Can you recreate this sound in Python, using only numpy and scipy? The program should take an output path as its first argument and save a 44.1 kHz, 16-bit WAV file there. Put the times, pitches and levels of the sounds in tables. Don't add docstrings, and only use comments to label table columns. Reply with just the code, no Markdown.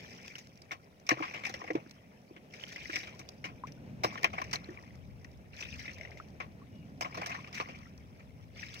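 import sys
import numpy as np
from scipy import signal
from scipy.fft import rfft, irfft
from scipy.io import wavfile
from scipy.ndimage import uniform_filter1d, map_coordinates

SR = 44100
rng = np.random.default_rng(int(sys.argv[2]) if len(sys.argv) > 2 else 0)


def materialize(psi):
    bounded = np.clip(np.atleast_2d(psi).T, -1, 1)
    quanta = np.round(bounded * 32767).astype(np.int16)
    wavfile.write(sys.argv[1], SR, quanta)


N = 388080

# time_s, wind_db, rumble_db, drone_db
AIR_LEVELS = [(0.0, -80, -53, -58), (0.34, -72, -57, -66), (0.7, -65.5, -61.5, -66), (1.1, -74, -59, -66),
              (1.5, -82, -55, -59), (2.06, -81, -58, -66.5), (2.77, -65.5, -57, -61),
              (3.4, -66.5, -53.5, -63), (3.6, -62, -51.5, -61), (3.95, -66, -45.5, -59.5),
              (4.3, -60, -50.5, -57), (5.15, -55, -54, -65), (5.5, -60, -58, -64), (5.78, -53, -52, -63),
              (6.1, -59.5, -56, -60.5), (6.55, -61.5, -51.5, -63), (6.85, -71.5, -48, -64),
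              (7.25, -65.5, -50.5, -60), (7.8, -62.5, -52, -65.5), (8.2, -59.5, -56, -65.5),
              (8.45, -56, -57, -66.5), (8.8, -60, -52, -64.5)]
# freq_hz, gain_db
WIND_SPECTRUM = [(20, -25), (40, -10), (70, 12), (110, 10), (160, 2.5), (300, -50)]
# freq_hz, gain_db
RUMBLE_SPECTRUM = [(50, -9), (110, 2.5), (200, 2.5), (270, -2.5), (350, -15.5), (600, -43)]
# freq_hz, gain_db
DRONE_SPECTRUM = [(200, -41), (350, -0.5), (600, -1.5), (800, -8.5), (1100, -21), (2200, -22.5),
                  (4000, -25.5), (8000, -22), (16000, -19)]
# time_s, pitch_hz, level_db
BIRD_TRACK = [(6.715, 2920, -92), (6.73, 2890, -63), (6.84, 2835, -64.5), (6.855, 2850, -95)]
# start_s, level_db, pitch_hz, climb_share (after 19 ms), t60_s
PLOPS = [(1.172, -35, 590, 0.05, 0.04), (1.472, -37.5, 775, 0.05, 0.04), (1.497, -35, 750, 0.05, 0.05),
         (1.642, -34.5, 790, 0.05, 0.04), (1.69, -47, 750, 0.05, 0.04), (3.14, -51, 980, 0.11, 0.057),
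         (3.637, -27, 1010, 0.23, 0.046), (6.0, -41.5, 620, 0.05, 0.11), (6.1, -42, 700, 0.05, 0.04),
         (3.775, -56, 1460, 0.094, 0.042), (6.2, -32, 1250, 0.52, 0.029), (6.617, -49, 1100, 0.13, 0.071),
         (7.173, -32.5, 630, 0.087, 0.059), (7.22, -36, 616, 0.12, 0.038),
         (7.389, -39.5, 1050, 0.12, 0.043), (7.478, -49.5, 1155, 0.27, 0.081),
         (7.603, -32.5, 1182, 0.047, 0.064), (7.866, -50, 1320, 0.19, 0.046)]
# start_s, level_db
THUDS = [(1.122, -34), (1.758, -38)]
# start_s, level_db, pitch_hz, t60_s
GLUGS = [(1.117, -20.5, 306, 0.041), (1.201, -32, 306, 0.033), (1.497, -42, 330, 0.034),
         (1.703, -22.5, 437, 0.021), (1.752, -18.5, 325, 0.033), (1.762, -32, 367, 0.024),
         (1.863, -42, 284, 0.036), (2.309, -39, 340, 0.036), (2.896, -34.5, 327, 0.035),
         (4.045, -28, 380, 0.02), (4.249, -30, 480, 0.022), (4.688, -33.5, 330, 0.043),
         (4.705, -40, 354, 0.076)]
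# start_s, level_db, pitch_hz
POPS = [(0.709, -32.5, 2120), (1.092, -32, 5840), (1.114, -17, 1770), (1.616, -38.5, 1900),
        (1.676, -39, 2030), (1.704, -26.5, 2010), (4.243, -11, 2400), (4.557, -13.5, 4130),
        (4.644, -30.5, 4100), (4.692, -43, 1810), (4.773, -38, 2280), (4.789, -40.5, 1950),
        (4.837, -47, 1880), (4.906, -50, 2000), (5.246, -40.5, 1910), (7.011, -31, 2340),
        (7.047, -32, 2150), (7.232, -31, 2260), (7.262, -31, 1660), (7.658, -40, 2060), (7.748, -43, 2230),
        (7.857, -47.5, 1940)]
# start_s, level_db, hold_s, drift_db_per_s, gurgle_re_level_db
SCOOPS = [(1.12, -48, 0.53, -14.5, -5.5), (4.05, -48.5, 0.077, -17, -10), (4.3, -55.5, 0.49, -26, -10),
          (4.62, -71, 0.19, -10, -5), (7.01, -57, 0.42, -4.5, -5), (7.5, -57, 0.26, -19, -7.5)]
# start_s, level_db, hold_s, drift_db_per_s, tinkle_re_level_db
FLINGS = [(-0.4, -51.5, 0.7, -9, -3), (2.5, -56.5, 0.48, 14.5, -3.5), (5.52, -51, 0.39, -12.5, -1.5),
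          (8.53, -55, .3, 2, -2.5)]
# patter_db, tinkle_db, fizz_db, gurgle_db
TRICKLE_LEVELS_DB = (-71, -79.5, -83.5, -75.5)
# start_s, level_db, hollow_re_level_db, gulp_re_level_db, spit_re_level_db, t60_s
SLAPS = [(0.709, -32.5, -17, -13, -25.5, 0.069), (0.716, -29.5, -18, -9.5, -10.5, 0.1),
         (1.066, -42, -26, -16, -3, 0.091), (1.09, -15, -23, -9, -4, 0.038),
         (1.106, -14.5, -12.5, -13, -26, 0.1), (1.202, -35, 2.5, -2.5, -31, 0.045),
         (1.223, -23.5, -23, -15, -39, 0.17), (1.338, -28, -19, -17.5, -20.5, 0.25),
         (1.436, -29.5, -19, -16, -16, 0.06), (1.45, -21.5, -39, -36, -14.5, .04),
         (1.464, -29.5, -22, -21, -9, .093), (1.494, -38, -2.5, -9, -2, 0.069),
         (1.539, -30.5, -11, -13, -8.5, 0.079), (1.17, -49, 8, -11, -25, 0.089),
         (1.616, -45.5, 9.5, 2, -28, 0.037), (1.639, -39, -8, -9, -11, 0.043),
         (1.676, -34.5, -13, -10, -21, 0.077), (1.704, -31, 2.5, -11, -34, 0.047),
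         (1.752, -26.5, -1, -25, -20, 0.029), (1.76, -41, 8, -17, -20, 0.14),
         (2.363, -38, -14, -17, -31, 0.05), (3.192, -44.5, -3, -7, 3.5, 0.086),
         (3.441, -26, -22, -17, -21, 0.054), (3.45, -33.5, -18, -16, -11.5, 0.14),
         (3.67, -38.5, -17, -22, -10, 0.074), (4.035, -22, -16, -10, -7.5, 0.15),
         (4.044, -24, 0, -1, -9, 0.023), (4.154, -36.5, -24, -1, -27, 0.028),
         (4.175, -30.5, -22, -31, -14, .05), (4.231, -25.5, -8, -10, -7, 0.025),
         (4.243, -11.5, -19, -9.5, -11, 0.025), (4.25, -22, -16, -11, -21, 0.089),
         (4.331, -34, -23, -9, -18, .2), (4.381, -31, -25, -6, -30, 0.059),
         (4.416, -27.5, -17, -5.5, -10.5, 0.032), (4.44, -36, -21, -24, -7, 0.064),
         (4.511, -40, -34, -29, -1.5, .065), (4.53, -23.5, -28, -15.5, -4.5, .11),
         (4.556, -32, -7, -10, -6, 0.032), (3.488, -47, -7, -2, -33, 0.1),
         (8.195, -50, -21.5, -15, -17, 0.11), (5.245, -45, -18.5, -12, -5, 0.048),
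         (6.401, -30.5, -16.5, -9.5, -25.5, 0.13), (7.009, -25, -16, -11, -4, 0.037),
         (7.019, -31.5, -18, -6, -8.5, 0.15), (7.046, -36, -14.5, -2, -40, 0.095),
         (7.144, -37.5, -19, -4.5, -10.5, 0.15), (7.172, -35, -6, -6, -12, 0.14),
         (7.214, -31, -18, -11, -15.5, 0.16), (7.26, -30.5, -26, -11.5, -2.5, .099),
         (7.315, -27.5, -33, -25, -27, 0.11), (7.344, -35.5, -37, -8.5, -15, 0.22),
         (7.388, -48, -25, -6, -22, 0.055), (7.473, -39.5, -27, -9, -13, 0.062),
         (7.578, -43, -25, -21, -4, .1), (7.442, -37.5, -20, -12, -35, 0.04),
         (7.527, -39.5, -16, -15.5, -8.5, 0.1), (7.293, -36, -24, -11, -8, 0.11),
         (7.544, -33.5, -30, -29, -9.5, 0.34), (7.599, -27, -9, -7.5, -35, 0.1),
         (7.686, -35.5, -9.5, -12, -26, 0.17)]
# start_s, level_db, pop_hz, spit_re_level_db, t60_s
BLOBS = [(0.279, -41.5, 2550, 2, .03), (0.354, -34.5, 2970, -9, 0.05), (0.382, -48.5, 2560, 7.5, 0.095),
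         (2.537, -40.5, 2220, -11, 0.07), (2.637, -30, 3040, -18, 0.02), (2.725, -43.5, 2440, -3, .1),
         (2.76, -32, 2040, -31, .05), (2.788, -39, 2400, -29, 0.065), (2.813, -40, 2290, -17, .07),
         (2.856, -34.5, 2040, -28, 0.04), (2.897, -30, 1680, -25, 0.13), (2.931, -28.5, 2220, -16.5, 0.37),
         (2.957, -26.5, 2220, -7.5, 0.048), (2.963, -31.5, 2450, -16.5, .045),
         (3.001, -37.5, 2300, -23.5, .13), (3.032, -36.5, 2080, -19, 0.24),
         (3.072, -39.5, 2340, -11, 0.065), (5.59, -45.5, 2280, -7, .1), (5.607, -38, 2550, -6.5, 0.1),
         (5.625, -34, 2530, -21, 0.053), (5.652, -39, 2620, -22, 0.12), (5.793, -38, 2100, -9.5, 0.13),
         (5.855, -34.5, 2070, -31, 0.067), (5.879, -31, 2080, -33, .05), (5.893, -38, 1990, -28, 0.091),
         (5.983, -43.5, 2070, -7, .05), (6.01, -37.5, 2110, -12, 0.042), (6.032, -42.5, 2080, -16, 0.12),
         (6.05, -36, 1950, -23, 0.036), (6.073, -44.5, 2120, -28, .08), (6.116, -44, 2110, -25, 0.09),
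         (6.172, -44, 2100, -11, 0.14), (8.594, -42, 2470, -9, 0.23), (8.629, -37.5, 1800, -21, 0.15),
         (8.74, -49, 3220, 11.5, 0.055)]
# start_s, level_db
TICKS = [(0.4704, -49), (0.5556, -53), (0.5741, -50), (0.6187, -42.5), (0.9976, -51), (1.733, -46),
         (1.8943, -44), (1.9096, -37), (3.2886, -35), (3.7205, -47.5), (4.825, -48), (4.9538, -51),
         (5.3138, -55), (5.943, -43), (6.108, -48), (6.285, -53), (7.7875, -50), (7.977, -49),
         (8.1534, -62), (8.41, -57.5)]
# freq_hz, width_hz, gain_db
BUCKET_MODES = [(119, 31, -10), (173, 45, -10.5), (315.7, 24.5, 4.5), (501, 116, -0.5), (773, 230, -10)]
# freq_hz, gain_db
BODY_COLOUR = [(500, -28.5), (1200, -10), (1700, -1.5), (2300, 2.5), (3500, -5), (5000, -11), (16000, -19)]
# freq_hz, gain_db
GULP_COLOUR = [(350, -28.5), (700, -1), (950, -8), (1070, 0.5), (1200, -4.5), (1500, -13), (2500, -23)]
# freq_hz, gain_db
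SPIT_COLOUR = [(2000, -17.5), (3500, -5.5), (5000, 3), (9000, 0), (16000, -1.5)]
# freq_hz, gain_db
FIZZ_COLOUR = [(2200, -29), (3200, -16), (5000, 8), (9000, 1.5), (16000, 2)]
# freq_hz, likeness_0_to_1
WATER_LIKENESS = [(200, 1), (1000, 0.85), (3000, 0.4), (4200, 0.14), (6000, 0.4), (8000, 0.19)]
# freq_hz, left_db, right_db
PORT_COLOUR = [(20, -19, -11.5), (55.3, -2, -2.5), (412, -2, -1.5), (860, -0.5, -1), (1040, 3, -1),
               (1410, 1.5, 2.5), (1826, 5.5, -2), (2430, 5.5, 1.5), (2635, 3.5, 0), (3440, -4.5, -5),
               (4640, -8, -7.5), (5855, -3.5, -4), (6350, -14, -12), (10000, -28, -31.5),
               (11600, -25.5, -24), (14500, -22, -26)]

WIND_ALIKE = 0.55
THUD_HZ, THUD_T60_S = 129, 0.14
SCOOP_RISE_S, SCOOP_FALL_DB_PER_S = 0.075, 73.5
FLING_RISE_S, FLING_FALL_DB_PER_S = 0.074, 71
TINKLE_FADE_DB_PER_S = 15
SCOOP_TINKLE_DB, SCOOP_FIZZ_DB = -19.5, -15
FLING_FIZZ_DB, FLING_GURGLE_DB = -9, -19
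MOUTH_HZ, MOUTH_DB = 1065, -1
SLAP_POP_HZ, SLAP_POP_DB = 2190, -6
BLOB_HOLLOW_DB, BLOB_GULP_DB, BLOB_POP_DB = -20.5, -27, 2.5
SMALL_SCOOP_DB, SMALL_FLING_DB = 14, 6.5
SMALL_TRICKLE_DB, SMALL_SPREAD_DB, SMALL_T60_S = -61.5, 1.5, 0.036
TICK_T60_S = 0.019
LAG_S = 0.0004774
TOP_HZ = 15830


def amp(db):
    return np.exp(np.asarray(db) * np.log(10) / 20)


def unit(x):
    return x / np.sqrt(np.mean(x ** 2) + 1e-20)


def along(points, hz):
    freq_hz, value = np.transpose(points)
    return np.interp(np.log(hz + 1), np.log(freq_hz + 1), value)


def curves(rows):
    time_s, *columns = np.transpose(rows)
    return [np.interp(np.arange(N) / SR, time_s, column) for column in columns]


def wobble(rate_hz, channels=1):
    knots = rng.standard_normal((channels, int(N * rate_hz / SR) + 4))
    return np.array([map_coordinates(k, [np.arange(N) * rate_hz / SR]) for k in knots])


def filtered(x, response):
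    size = 2 ** 13 * -(-(N + 8192) // 2 ** 13)
    return irfft(rfft(x, size) * response(np.fft.rfftfreq(size, 1 / SR)), size)[..., :N]


def causal(points):
    grid_hz = np.linspace(0, SR / 2, 4097)
    cepstrum = irfft(np.log(amp(along(points, grid_hz))))
    half = len(cepstrum) // 2
    cepstrum[1:half] *= 2
    cepstrum[half + 1:] = 0
    return lambda hz: np.interp(hz, grid_hz, np.exp(rfft(cepstrum)))


def coloured(x, response):
    power = np.mean(np.abs(response(np.linspace(0, SR / 2, 4097))) ** 2)
    return filtered(x, response) / np.sqrt(power)


def steady(spectrum, alike, lag_s):
    share = np.clip(alike, 0, 1)
    both, left, right = rng.standard_normal((3, N))
    common = np.array([np.roll(both, round(lag_s * SR)), both])
    pair = np.sqrt(share) * common + np.sqrt(1 - share) * np.array([left, right])
    return unit(filtered(pair, lambda hz: amp(along(spectrum, hz))))


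def grit(per_s, spread_db):
    size = amp(spread_db * np.minimum(rng.exponential(size=N), 3))
    impacts = size * (rng.random(N) < per_s / SR)
    return unit(np.hypot(unit(impacts), 0.7) * rng.standard_normal((2, N)))


def bursts(start_s, level_db, t60_s, rise_s):
    out, t = np.zeros(N + SR), np.arange(SR // 5) / SR
    for start, level, life in zip(start_s, level_db, np.clip(t60_s, 0.005, 0.3)):
        shape = amp(-60 * t / life) * (1 - np.exp(-t / rise_s))
        out[round(start * SR):][:len(t)] += amp(level) * shape / shape.max()
    return out[:N]


def rings(start_s, hz, gain, cycles, climb, onset):
    t = np.arange(384)[None] / SR
    turns = hz[:, None] * t
    shape = gain[:, None] * amp(-60 * turns / cycles) * (1 - np.exp(-turns / onset))
    where = (np.round(start_s * SR).astype(int)[:, None] + np.arange(t.size)).ravel()
    strands = []
    for phase in (np.zeros(len(start_s)), rng.random(len(start_s))):
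        wave = shape * np.sin(2 * np.pi * (turns * (1 + climb * turns / cycles) + phase[:, None]))
        strands.append(np.bincount(where, wave.ravel(), N + SR)[:N])
    return np.array(strands)


def swarm(count, hz, spread, spread_db, cycles):
    when, size = rng.random((count, 2)).T
    pitch_hz = hz * np.exp(spread * rng.standard_normal(count))
    gain = amp(spread_db * np.minimum(-np.log(size), 3))
    return unit(rings(when * N / SR, pitch_hz, gain, cycles, climb=0.17, onset=1.2))


def background():
    wind_db, rumble_db, drone_db = curves(AIR_LEVELS)
    wind_gain = amp(wind_db + 4.0 + 2.2 * wobble(6, channels=2) + [[1.5], [-1.5]])
    wind = wind_gain * steady(WIND_SPECTRUM, WIND_ALIKE, lag_s=0.0003)
    rumble = amp(rumble_db + 1 + 1.1 * wobble(16)) * steady(RUMBLE_SPECTRUM, 0.92, lag_s=0.00028)
    drone = amp(drone_db + 4.5 + 1.2 * wobble(20)) * steady(DRONE_SPECTRUM, 0.64, lag_s=0.00029)
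    return wind + rumble + drone


def bird():
    pitch_hz, level_db = curves(BIRD_TRACK)
    t = np.arange(N) / SR
    sounding = (t > BIRD_TRACK[0][0]) & (t < BIRD_TRACK[-1][0])
    whistle = np.sin(2 * np.pi * np.cumsum(pitch_hz) / SR)
    return amp(level_db) * sounding * whistle * amp([[-5], [-5]])


def bubbles():
    out, t = np.zeros(N + SR), np.arange(SR // 10) / SR
    for start, level, hz, climb, t60 in PLOPS:
        phase = 2 * np.pi * np.cumsum(hz * (1 + climb * (t / 0.019) ** 2)) / SR
        shape = amp(level - 8.5 - 60 * (t / t60) ** 1.1) * (1 - np.exp(-t / 0.0002))
        out[round(start * SR):][:len(t)] += shape * np.sin(phase)
    return np.array([np.roll(out, 7)[:N] * amp(4.5), out[:N] * amp(3.5)])


def thuds():
    out, t = np.zeros(N + SR), np.arange(SR // 5) / SR
    for start, level in THUDS:
        shape = amp(level - 60 * t / THUD_T60_S) * (1 - np.exp(-t / 0.0036))
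        out[round(start * SR):][:len(t)] += shape * np.sin(2 * np.pi * THUD_HZ * t)
    return out[:N] * [[1], [0]]


def glugs():
    out, t = np.zeros(N + SR), np.arange(SR // 8) / SR
    for start, level, hz, t60 in GLUGS:
        phase = 2 * np.pi * np.cumsum(hz * (1 + 0.19 * np.exp(-t / 0.0014))) / SR
        shape = amp(level + 5.0 - 60 * t / t60) * (1 - np.exp(-t / 0.0013))
        out[round(start * SR):][:len(t)] += shape * np.sin(phase)
    return out[:N] * [[1], [0]]


def pops():
    start_s, level_db, pitch_hz = np.transpose(POPS)
    return rings(start_s, pitch_hz, amp(level_db), cycles=36, climb=0.018, onset=1.0)


def flows(rows, rise_s, fall_db_per_s, own=False, fade_db_per_s=0):
    grid_s = np.arange(0, N / SR + 0.001, 0.001)
    gain = np.zeros(len(grid_s))
    for start, level, hold, drift, own_db in rows:
        t = np.maximum(grid_s - start, 0)
        held_db = level + own * own_db + drift * np.minimum(t, hold)
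        fall_db = fall_db_per_s * np.maximum(t - hold, 0) + fade_db_per_s * t
        gain += amp(held_db - fall_db) * np.clip(t / rise_s, 0, 1)
    return np.interp(np.arange(N) / SR, grid_s, gain)


def spray():
    scoop = flows(SCOOPS, SCOOP_RISE_S, SCOOP_FALL_DB_PER_S)
    fling = flows(FLINGS, FLING_RISE_S, FLING_FALL_DB_PER_S)
    mist = flows(FLINGS, FLING_RISE_S, FLING_FALL_DB_PER_S, True, TINKLE_FADE_DB_PER_S)
    scoop_gurgle = flows(SCOOPS, SCOOP_RISE_S, SCOOP_FALL_DB_PER_S, True)
    layer_flows = [scoop + fling,
                   amp(SCOOP_TINKLE_DB) * scoop + mist,
                   amp(SCOOP_FIZZ_DB) * scoop + amp(FLING_FIZZ_DB) * fling,
                   scoop_gurgle + amp(FLING_GURGLE_DB) * fling]
    patter_gain, tinkle_gain, fizz_gain, gurgle_gain = amp(TRICKLE_LEVELS_DB)[:, None] + layer_flows

    clump, surge = wobble(45), wobble(7)
    patter = coloured(grit(per_s=990, spread_db=-2), causal(BODY_COLOUR))
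    patter = patter_gain * amp(-4.5 + 0.83 * clump + 0.5 * surge) * patter
    droplets = swarm(count=2600, hz=2302, spread=0.169, spread_db=2.5, cycles=52)
    droplets = patter_gain * amp(-9.5 + 0.36 * clump + 0.5 * surge) * droplets
    tinkle = swarm(count=2200, hz=3495, spread=0.171, spread_db=2.0, cycles=37)
    tinkle = tinkle_gain * amp(5.0 + 0.56 * clump) * tinkle
    gurgle = swarm(count=1800, hz=1026, spread=0.2, spread_db=2.5, cycles=9.9)
    gurgle = gurgle_gain * amp(1.0 + 1.1 * wobble(30)) * gurgle
    fizz = coloured(grit(per_s=1400, spread_db=1.5), causal(FIZZ_COLOUR))
    fizz = fizz_gain * amp(15.5 + 0.78 * clump + 3.1 * wobble(160)) * fizz
    mouth = swarm(count=600, hz=MOUTH_HZ, spread=0.028, spread_db=0.0, cycles=33)
    mouth = scoop_gurgle * amp(MOUTH_DB) * mouth
    return patter + droplets + tinkle + gurgle + mouth + fizz


def splashes():
    scoop = flows(SCOOPS, SCOOP_RISE_S, SCOOP_FALL_DB_PER_S)
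    fling = flows(FLINGS, FLING_RISE_S, FLING_FALL_DB_PER_S)
    flow = amp(SMALL_SCOOP_DB) * scoop + amp(SMALL_FLING_DB) * fling + amp(SMALL_TRICKLE_DB)
    pitch_hz = SLAP_POP_HZ * np.exp(0.041 * rng.standard_normal(len(SLAPS)))
    slaps = [(*row, hz, SLAP_POP_DB) for row, hz in zip(SLAPS, pitch_hz)]
    blobs = [(start, level, BLOB_HOLLOW_DB, BLOB_GULP_DB, spit, t60, hz, BLOB_POP_DB)
             for start, level, hz, spit, t60 in BLOBS]
    small = []
    when_s, luck = rng.random(size=120) * N / SR, rng.standard_normal(size=(120, 5))
    for start, (a, b, c, d, e) in zip(when_s, luck):
        level = 20 * np.log10(flow[int(start * SR)]) + SMALL_SPREAD_DB * a
        hz = SLAP_POP_HZ * np.exp(0.064 * e)
        small.append((start, level, -19 + 5 * b, -15 + 5 * c, -18 + 5 * d, SMALL_T60_S, hz, -1.5))
    return np.transpose(slaps + blobs + small)


def hollow(hz):
    return sum((-1) ** k * amp(gain_db) * 1j * hz * width / (mode * mode - hz * hz + 1j * hz * width)
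               for k, (mode, width, gain_db) in enumerate(BUCKET_MODES))


def patchy(x, depth_db):
    spectrum = signal.stft(x, nperseg=256)[2]
    field = uniform_filter1d(rng.standard_normal(spectrum.shape[1:]), size=3, axis=0)
    field = uniform_filter1d(field, size=9, axis=1)
    return signal.istft(spectrum * unit(amp(depth_db * unit(field))), nperseg=256)[1][:, :N]


def water():
    start_s, level_db, hollow_db, gulp_db, spit_db, t60_s, pop_hz, pop_db = splashes()
    body = bursts(start_s, level_db - 13.0, t60_s, rise_s=0.0032) * grit(per_s=2500, spread_db=2.0)
    body = coloured(body, causal(BODY_COLOUR))
    gulp = bursts(start_s, level_db + gulp_db, 1.05 * t60_s, rise_s=0.00063)
    gulp = coloured(gulp * rng.standard_normal((2, N)), causal(GULP_COLOUR))
    tick_s, tick_db = np.transpose(TICKS)
    treble = bursts(start_s, level_db + spit_db + 8.5, 0.77 * t60_s, rise_s=0.00036)
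    treble += bursts(tick_s, tick_db + 6.5, np.full(len(TICKS), TICK_T60_S), rise_s=0.00037)
    spit = coloured(treble * grit(per_s=3100, spread_db=1), causal(SPIT_COLOUR))
    boom = bursts(start_s, level_db + hollow_db - 0.5, 0.93 * t60_s, rise_s=0.00047)
    boom = coloured(boom * rng.standard_normal((2, N)), hollow)
    pop_gain = amp(level_db + pop_db + 10 * np.log2(pop_hz / 2200))
    popped = rings(start_s, pop_hz, pop_gain, cycles=37.4, climb=0.016, onset=0.99)
    return patchy(body + gulp + spit + boom + spray(), depth_db=3) + popped


def at_ports(strands):
    def split(hz):
        angle = np.arccos(np.clip(along(WATER_LIKENESS, hz), 0, 1)) / 2
        return np.array([np.cos(angle), np.sin(angle)])

    alike, scattered = filtered(strands, split)
    return np.array([np.roll(alike + scattered, round(LAG_S * SR)), alike - scattered])


def scene():
    near = at_ports(water() + pops() + glugs() + thuds())
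    return near + bubbles() + bird() + background()


def record(dry):
    hz, left_db, right_db = np.transpose(PORT_COLOUR)
    ports = np.array([filtered(x, causal(np.transpose([hz, gain_db])))
                      for x, gain_db in zip(dry, (left_db, right_db))])
    hiss = amp(-77.0) * rng.standard_normal(dry.shape)
    return filtered(ports + hiss, lambda f: f < TOP_HZ)


dry = scene()
out = record(dry)
materialize(out)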